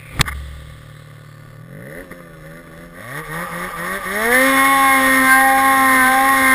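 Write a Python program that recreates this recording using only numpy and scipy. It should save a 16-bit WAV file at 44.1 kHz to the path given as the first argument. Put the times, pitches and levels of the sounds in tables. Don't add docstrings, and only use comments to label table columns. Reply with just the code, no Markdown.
import sys
import numpy as np
from scipy import signal
from scipy.io import wavfile
from scipy.ndimage import uniform_filter1d

SR = 44100
rng = np.random.default_rng(int(sys.argv[2]) if len(sys.argv) > 2 else 0)


def attenuation_scalar(level_db):
    decades = np.asarray(level_db, float) / 20
    return 10 ** decades


def log_audio(samples):
    frames = np.atleast_2d(samples).T
    limited = np.clip(frames, -1, 1)
    pcm = np.round(limited * 32767).astype(np.int16)
    wavfile.write(sys.argv[1], SR, pcm)


N = 288414
T = np.arange(N) / SR


def read(table, fade=0.022):
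    s, *columns = np.transpose(table)
    gate = np.clip(np.minimum(T - s[0], s[-1] - T) / fade + 1, 0, 1)
    return [gate] + [np.interp(T, s, column) for column in columns]


def noise():
    return rng.standard_normal(N)


def smooth_twice(x, size):
    return uniform_filter1d(uniform_filter1d(x, size), size)


def even(x, span=0.06):
    return x / np.sqrt(smooth_twice(x ** 2, int(span * SR)) + 1e-18)


def ring(x, hz, width):
    return signal.lfilter(*signal.iirpeak(hz, hz / width, fs=SR), x)


def body(x, modes):
    return sum((-1) ** k * attenuation_scalar(db) * ring(x, hz, width) for k, (hz, width, db) in enumerate(modes))


def walk(rate):
    hold = int(SR / rate)
    steps = np.repeat(rng.standard_normal(N // hold + 1), hold)
    return 2.19 * smooth_twice(steps, hold)[:N]


def colour(points, hz):
    point_hz, point_db = np.transpose(points)
    return np.interp(np.log(hz), np.log(point_hz), point_db)


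def orders(turns, first, levels_db, wobble, lag):
    out = 0
    for k, db in enumerate(levels_db):
        level = np.sqrt(2) * attenuation_scalar(db + .8 * walk(20))
        out = out + level * np.cos((first + k) * (2 * np.pi * turns - lag) + wobble * walk(12))
    return out


def hum(table, wobble, overtone_db):
    gate, hz, db = read(table)
    levels_db = [db + overtone_db, db, db - 40, db + overtone_db]
    return gate * orders(np.cumsum(hz) / SR / 2, 0.95, levels_db, wobble=wobble, lag=0)


def throttle(rows, first, cut_db, climb_db_per_hz, slew_s):
    opens, shuts, low_hz, top_hz, db = np.transpose(rows)
    turning_s = np.r_[first[0], np.c_[opens, shuts].ravel()]
    turning_hz = np.r_[first[1], np.c_[low_hz, top_hz].ravel()]
    hz = uniform_filter1d(np.interp(T, turning_s, turning_hz), size=900)
    row = np.minimum(np.searchsorted(shuts, T), len(rows) - 1)
    slew = int(slew_s * SR)
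    on = uniform_filter1d(1. * (T >= opens[row]), slew)
    trim = uniform_filter1d((db - climb_db_per_hz * top_hz)[row], slew)
    return hz, on, trim + climb_db_per_hz * hz - cut_db * (1 - on)


def pull(hz, full_rise):
    rise = uniform_filter1d(np.gradient(hz), size=1200) * SR / full_rise
    return np.clip(np.maximum(rise, np.roll(rise, shift=1100)), 0, 1)


def firings(turns, scatter_db, late_s, uneven_db):
    at = np.flatnonzero(np.diff(np.floor(turns)) > 0)
    strength, lateness = rng.standard_normal((N // 100, 2))[:len(at)].T
    size = attenuation_scalar(scatter_db * strength - uneven_db * (np.arange(len(at)) % 2))
    pulses = np.zeros(N)
    np.add.at(pulses, np.clip(at + (late_s * SR * lateness).astype(int), 0, N - 1), size)
    return pulses


def rasp(turns, pulses, modes, puff, gas_db, low_db):
    gas = np.exp(-(turns % 1) / puff) * noise() * attenuation_scalar(2 * walk(25))
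    drive = even(pulses) + attenuation_scalar(gas_db) * even(gas)
    return attenuation_scalar(low_db) * even(body(drive, modes[:3])) + even(body(drive, modes[3:]))


# (time [s], peak level [dB], half length [s])
GUSTS = [
    (1.47, -51, .1),
    (2.02, -35.5, 0.048),
    (2.47, -52, 0.22),
    (2.803, -44, 0.15),
    (3.412, -48, 0.07),
    (4.27, -37, 0.055),
    (5.084, -35, 0.061),
    (5.586, -40, 0.061),
    (5.98, -35, 0.055),
    (6.459, -31, 0.096),
]


def wind():
    still_db, moving_db, moves_s = -48.5, -34.5, 3.42
    steady = attenuation_scalar(np.interp(T, [moves_s - .1, moves_s], [still_db, moving_db]))
    puffs = sum(attenuation_scalar(db) * np.exp(-((T - s) / half) ** 2) for s, db, half in GUSTS)
    gust = (steady + puffs) * attenuation_scalar(0.65 * walk(9))
    rumble = even(ring(ring(noise(), 25.0, 52), 35, 105), span=0.22)
    buffet = even(ring(noise(), 240, 280), span=.3)
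    return gust * attenuation_scalar(-9.5) * (rumble + buffet)


# (time [s], frequency [Hz], level [dB])
SHAKE = [
    (0.5, 37.5, -49),
    (1.52, 37.1, -65),
    (1.74, 39.7, -56),
    (2.65, 39.7, -50),
    (3.16, 39, -59),
    (3.28, 39.2, -41),
    (3.5, 38.4, -57),
]


def seat_shake():
    return hum(SHAKE, wobble=0.56, overtone_db=-21)


# (time [s], frequency [Hz], level [dB])
TRACK = [
    (4.45, 144, -49.5),
    (4.8, 182.3, -43.5),
    (5.35, 199.7, -51),
    (5.8, 230.5, -40.5),
    (6.54, 250.1, -47),
]


def track():
    return hum(TRACK, wobble=0.39, overtone_db=-4)


# (frequency [Hz], width [Hz], level [dB])
CASE_MODES = [(547, 61, -6.5), (825, 40, -3.5), (1181, 44.5, 7), (1505, 115, -0.5), (1882, 161, 4.5),
              (2162, 90, 4.5), (3542, 440, -8.5), (4290, 830, -17), (5450, 220, -9.5)]
# (time [s], rustle level [dB], low shove level [dB])
GLOVE = [
    (0.0, -47, -59),
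    (0.096, -44, -43.5),
    (0.188, -37, -27.5),
    (0.212, -40, -7.5),
    (0.232, -69, -48),
    (0.288, -43, -33),
    (0.328, -57, -46),
    (0.345, -38, -43),
    (0.9, -45.5, -79),
]
# (time [s], centre [Hz], level [dB])
SLEEVE = [
    (0, 2310, -37),
    (.17, 2220, -33),
    (.2, 2270, -72),
    (.35, 3500, -52),
    (.87, 3500, -56),
    (1.0, 4015, -49),
    (1.15, 4170, -66),
    (1.3, 4480, -53),
    (1.6, 4540, -60.5),
]
# (time [s], length [s], level [dB], thump level [dB], thump frequency [Hz])
BUMPS = [
    (0.194, 0.0042, -16, -5, 120),
    (0.201, 0.0023, -18, -7, 110),
    (0.2098, 0.0052, -4, -7.5, 310),
    (0.239, 0.0083, -43, -14, 100),
    (2.112, 0.0087, -32, -23, 196.6),
    (2.123, 0.0069, -35.5, -23, 407),
    (2.204, 0.0044, -39, -30, 505),
    (2.673, 0.0051, -39, -30, 301.7),
]
# (time [s], length [s], level [dB])
SCRAPES = [
    (0.252, 0.053, -30),
    (0.276, .019, -23.5),
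    (0.311, 0.024, -30),
]


def glove():
    gate, rustle_db, shove_db = read(GLOVE, fade=0.8)
    grain = noise() * attenuation_scalar(0.39 * walk(210))
    dull = even(body(grain, CASE_MODES[1:6]))
    bright = even(ring(grain, 3460, 670) + 0.12 * ring(grain, 4570, 290))
    latch = even(ring(grain, 5000, 300))
    rustle = attenuation_scalar(rustle_db - 8.0) * (dull + 0.92 * bright)
    shove = attenuation_scalar(shove_db) * even(ring(noise(), 51, 52))
    sleeve_gate, sleeve_hz, sleeve_db = read(SLEEVE)
    hiss = even(smooth_twice(noise(), 60))
    carrier = np.cos(2 * np.pi * np.cumsum(sleeve_hz) / SR)
    out = gate * (rustle + shove) + sleeve_gate * attenuation_scalar(sleeve_db - 4.5) * hiss * carrier

    knocks = [(s, length, db, 1.53 * db + 8.5, *thump) for s, length, db, *thump in BUMPS]
    scrapes = [(s, length, db, -18, db - 7, 600) for s, length, db in SCRAPES]
    thump_t = np.arange(int(.05 * SR)) / SR
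    for s, length, db, bright_db, thump_db, thump_hz in knocks + scrapes:
        i, n = int(s * SR), int(length * SR)
        contact = (dull + attenuation_scalar(bright_db) * bright + attenuation_scalar(-22.5) * latch)[i:i + n]
        out[i:i + n] += attenuation_scalar(db) * np.hanning(n) ** 0.22 * contact
        thump = np.exp(-thump_t / 0.0028) * np.sin(2 * np.pi * thump_hz * thump_t)
        out[i:i + len(thump_t)] += attenuation_scalar(thump_db) * thump

    mount_hz, peak_s, peak_db, fall_db_per_s = 70.2, .38, -27, 45
    mount = [(0.257, mount_hz, peak_db - 5), (peak_s, mount_hz, peak_db),
             (peak_s + 1, mount_hz, peak_db - fall_db_per_s)]
    return out + hum(mount, wobble=.05, overtone_db=-37)


# (frequency [Hz], width [Hz], level [dB])
COWL = [(513, 130, -8.5), (801, 13, -11.5), (1160, 83, -3.5), (1446, 17, 1.5), (1782, 57, -1),
        (2040, 61, -5.5), (3500, 78, -14), (3850, 63, -16.5), (4400, 480, -27.5), (5330, 160, -17)]
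# (frequency [Hz], level [dB])
BOOM = [(75, -74), (110, -42), (152, -41), (178, -45), (250, -51.5), (280, -45), (335, -57.5), (380, -50)]
# (opens [s], shuts [s], crank rate at opening [Hz], at shutting [Hz], rasp at shutting [dB])
BLIPS = [
    (1.71, 1.745, 44, 47.55, -42),
    (1.75, 2.015, 47.98, 94.04, -35),
    (2.1, 2.17, 86.4, 88.2, -42),
    (2.43, 2.61, 76.6, 86.1, -39.5),
    (2.72, 2.87, 80.35, 86.7, -40.5),
    (2.93, 3.0, 84.1, 89.4, -43),
]


def blipped():
    idle_until_s, idle_hz = 1.58, 37.3
    hz, _, rasp_db = throttle(BLIPS, (idle_until_s, idle_hz), cut_db=4.5, climb_db_per_hz=0.18, slew_s=.035)
    gate = np.clip(1 + (BLIPS[-1][1] - T) / .06, 0, 1)
    load = pull(hz, full_rise=110)
    turns = np.cumsum(hz) / SR

    boom_db = [colour(BOOM, k * hz) + 0.58 * (rasp_db + 46.5) + lift_db * load
               for k, lift_db in zip(range(2, 5), (-2.5, 3, 1.5))]
    boom = orders(turns, 2, boom_db, wobble=0.089, lag=0.68)
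    boom = boom + orders(turns, 0.97, [boom_db[0] - 15.0], wobble=.3, lag=0.53)
    boom = boom + orders(turns, 4.5, [boom_db[2] - 17.0], wobble=.2, lag=0.42)

    steady = firings(turns, scatter_db=1.2, late_s=.00003, uneven_db=0)
    overtone_modes = [(250, 63, 3.0), (408, 43, -5.5), (535, 36, 4.5), (598, 66, -2.0)]
    overtones = even(ring(body(steady, overtone_modes), 354, 400))
    overtones_db = rasp_db + 1.4 - .5 * np.maximum(48 - hz, 0)

    pulses = firings(2 * turns, scatter_db=3, late_s=.00006, uneven_db=6)
    puff = np.clip((hz - 25) / 40, .3, 1)
    rough = rasp(turns, pulses, COWL, puff=puff, gas_db=0, low_db=-.3 * (rasp_db + 43))

    burst = even(steady) + .9 * even(np.exp(-(turns % 1) / .2) * noise())
    crack_modes = [(1530.0, 51, 2.0), (1833, 93, 1.5), (2036, 84, -6)]
    crack = load * (hz / 85) ** 0.84 * even(ring(body(burst, crack_modes), 2300, 790))
    crack = crack + 0.83 * load * even(ring(steady, 428, 41))
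    stumble = (1 - load) * orders(turns, 1.7, [boom_db[0] - 7.5], wobble=1.3, lag=0)
    top = (1 - .5 * load) * rough + 1.3 * crack
    return gate * (boom + stumble + attenuation_scalar(overtones_db) * overtones + attenuation_scalar(rasp_db - 3.0) * top)


# (opens [s], shuts [s], firing rate at opening [Hz], at shutting [Hz], rasp at shutting [dB])
PUMPS = [
    (2.96, 3.21, 86.8, 160.4, -27.5),
    (3.28, 3.445, 149.3, 179.2, -26),
    (3.51, 3.67, 165.7, 183.9, -27),
    (3.77, 3.975, 162.7, 199.3, -23),
    (4.045, 4.36, 178.5, 254.3, -14),
]
# (frequency [Hz], level [dB])
PIPE = [(90, -40), (150, -30), (330, -43.5), (480, -34), (600, -32), (670, -30), (770, -29), (830, -8.5)]
CUT_DB = (11, 33, 4.4, 8)
# (time [s], firing rate [Hz], rider's lean, head turn, crouch [all relative])
WIDE = [(4.36, 255, -2, -2, 0.4), (4.46, 267.9, -0.8, 1.3, 1.3), (4.62, 269.8, 1.2, 1.7, 0),
        (4.73, 273.5, 2.33, 1.7, 2.1), (4.88, 269.2, 0.96, 0.1, -0.2), (4.99, 266.7, -0.5, 0.1, -0.2),
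        (5.08, 265.2, -1, 1.2, -0.2), (5.2, 262.4, -0.05, 2.3, -0.1), (5.32, 262.9, 0.1, -0.5, -1.5),
        (5.45, 266.6, 0, -2.5, 1.1), (5.7, 268.9, 1, -0.2, 0.4), (5.82, 265.8, 1.32, 1.3, -0.1),
        (5.95, 261.7, -0.43, 1.0, -0.7), (6.04, 256.9, 0.1, 0.5, -1.2), (6.18, 265.4, 0.5, -1.5, 1.3),
        (6.31, 270.8, 2.13, 1.7, 1), (6.4, 265.5, -0.5, 0, 0.5), (6.54, 261.6, -1, -0.1, -2)]
# (level [dB], change per lean [dB], per head turn [dB], per crouch [dB])
SHADE = [(-22.5, -1.74, 1.33, -0.07), (-27, -3.5, 0.5, 2), (-22.5, 5.5, -4, -0.9), (-18.5, 4, -0.1, -2.8),
         (-31.5, -1, 2.1, -3.2), (-25.5, 3, -3.26, -6), (-21, -2, 0.5, -1), (-25.5, -0.5, 0.8, -3.3)]


def near():
    hz, on, rasp_db = throttle(PUMPS, (0, 84), cut_db=7, climb_db_per_hz=0.17, slew_s=0.035)
    wide, wide_hz, lean, head_turn, crouch = read(WIDE, fade=0.027)
    wide_rasp_db = -16.5 - 0.84 * lean + 0.48 * head_turn + 0.27 * walk(5.3)
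    hz = hz + wide * (wide_hz - hz)
    rasp_db = rasp_db + wide * (wide_rasp_db - rasp_db)
    turns = np.cumsum(hz) / SR
    gate = np.clip((T - PUMPS[0][0]) / 0.06 + 1, 0, 1)
    open_from_hz, open_full_hz = 216, 255
    open_gate = np.clip((hz - open_from_hz) / (open_full_hz - open_from_hz), 0, 1)
    part_gate = 1 - open_gate

    full_db = [db + a * lean + b * head_turn + c * crouch + .6 * max(k - 3, 0) * walk(8)
               for k, (db, a, b, c) in enumerate(SHADE)]
    thin_db = 0.19 * np.maximum(155 - hz, 0)
    burning = np.maximum(on, np.roll(on, shift=1000))
    part_db = []
    for k, (cut, weak) in enumerate(zip(CUT_DB, (2, -3, 2.5, 31.5))):
        formed_db = colour(PIPE, (k + 1) * hz) - cut * (1 - burning) - (k > 0) * thin_db
        part_db.append(formed_db + 0.54 * (rasp_db + 30) - weak)
    exhaust_db = [part_gate * part + open_gate * full for part, full in zip(part_db, full_db)]
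    note = gate * orders(turns, 1, exhaust_db, wobble=.25, lag=.1)

    howl_db = [db + 5 * pull(hz, full_rise=260) - 14 * part_gate for db in full_db[4:]]
    howl = open_gate * orders(turns, 5, howl_db, wobble=.3, lag=.3)

    lope_db = [exhaust_db[0] - drop_db for drop_db in (25, 23, 21)]
    lope = gate * orders(turns, .5, lope_db, wobble=0.63, lag=0.11)
    line_db = [rasp_db - 2 * thin_db - drop_db for drop_db in (17.3, 90, 28, 34, 19, 13.7)]
    lope = lope + gate * part_gate * on * orders(turns / 2, 7, line_db, wobble=0.29, lag=0.23)

    settled = np.clip((T - 5.0) / 0.52, 0, 1)
    whine_db = [top_db - 0.5 - 6 * settled + 2.2 * walk(3)
                for top_db in (-16, -20.5, -21.5, -24.5, -19, -27, -28)]
    whine = open_gate * orders(turns, 9, whine_db, wobble=.6, lag=.3)

    steady = firings(turns, scatter_db=1.5, late_s=.00001, uneven_db=1.5)
    bark_modes = [(578, 66, 5), (860, 329, -27), (1129, 38, 10.5), (1858, 62, 9.0)]
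    bark = even(ring(body(steady, bark_modes), 2250, 2400))

    low_db = -6 + 6 * (1 - on) + 8 * np.exp(-((hz - 172) / 16) ** 2)
    pulses = firings(turns, scatter_db=4, late_s=.00006, uneven_db=2.5)
    rough = rasp(turns, pulses, CASE_MODES, puff=1.0, gas_db=13.5, low_db=low_db)
    load = part_gate * pull(hz, full_rise=150)
    rough = (1 - .22 * load - .24 * open_gate) * rough
    sharp = (hz / 268) ** 8 * whine + (.3 * part_gate + .62 * load) * bark
    airbox = even(ring(ring(steady, 587, 190), 610, 190))
    sharp = sharp + .5 * load * np.clip(thin_db / 4, 0, 1) * airbox
    return note + howl + lope + gate * attenuation_scalar(rasp_db - 1.5) * (rough + sharp)


def scene():
    sled = near() + track() + seat_shake()
    rounded = .9 * np.tanh(sled / .9)
    return (wind() + glove() + blipped() + rounded)[None]


def low_pass(x):
    return signal.sosfilt(signal.butter(12, 15610, fs=SR, output="sos"), x)


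def record(dry):
    muffled = signal.sosfilt(signal.butter(8, 5570, fs=SR, output="sos"), dry)
    slow = np.clip(signal.resample_poly(muffled, 40, 147, axis=1), -.95, .95)
    held = signal.resample_poly(np.repeat(slow, 4, axis=1), 147, 160, axis=1)[:, :N]
    held = signal.sosfilt(signal.ellip(6, .2, 19, 15250, fs=SR, output="sos"), held)
    return low_pass(held)


dry = scene()
out = record(dry)
log_audio(out)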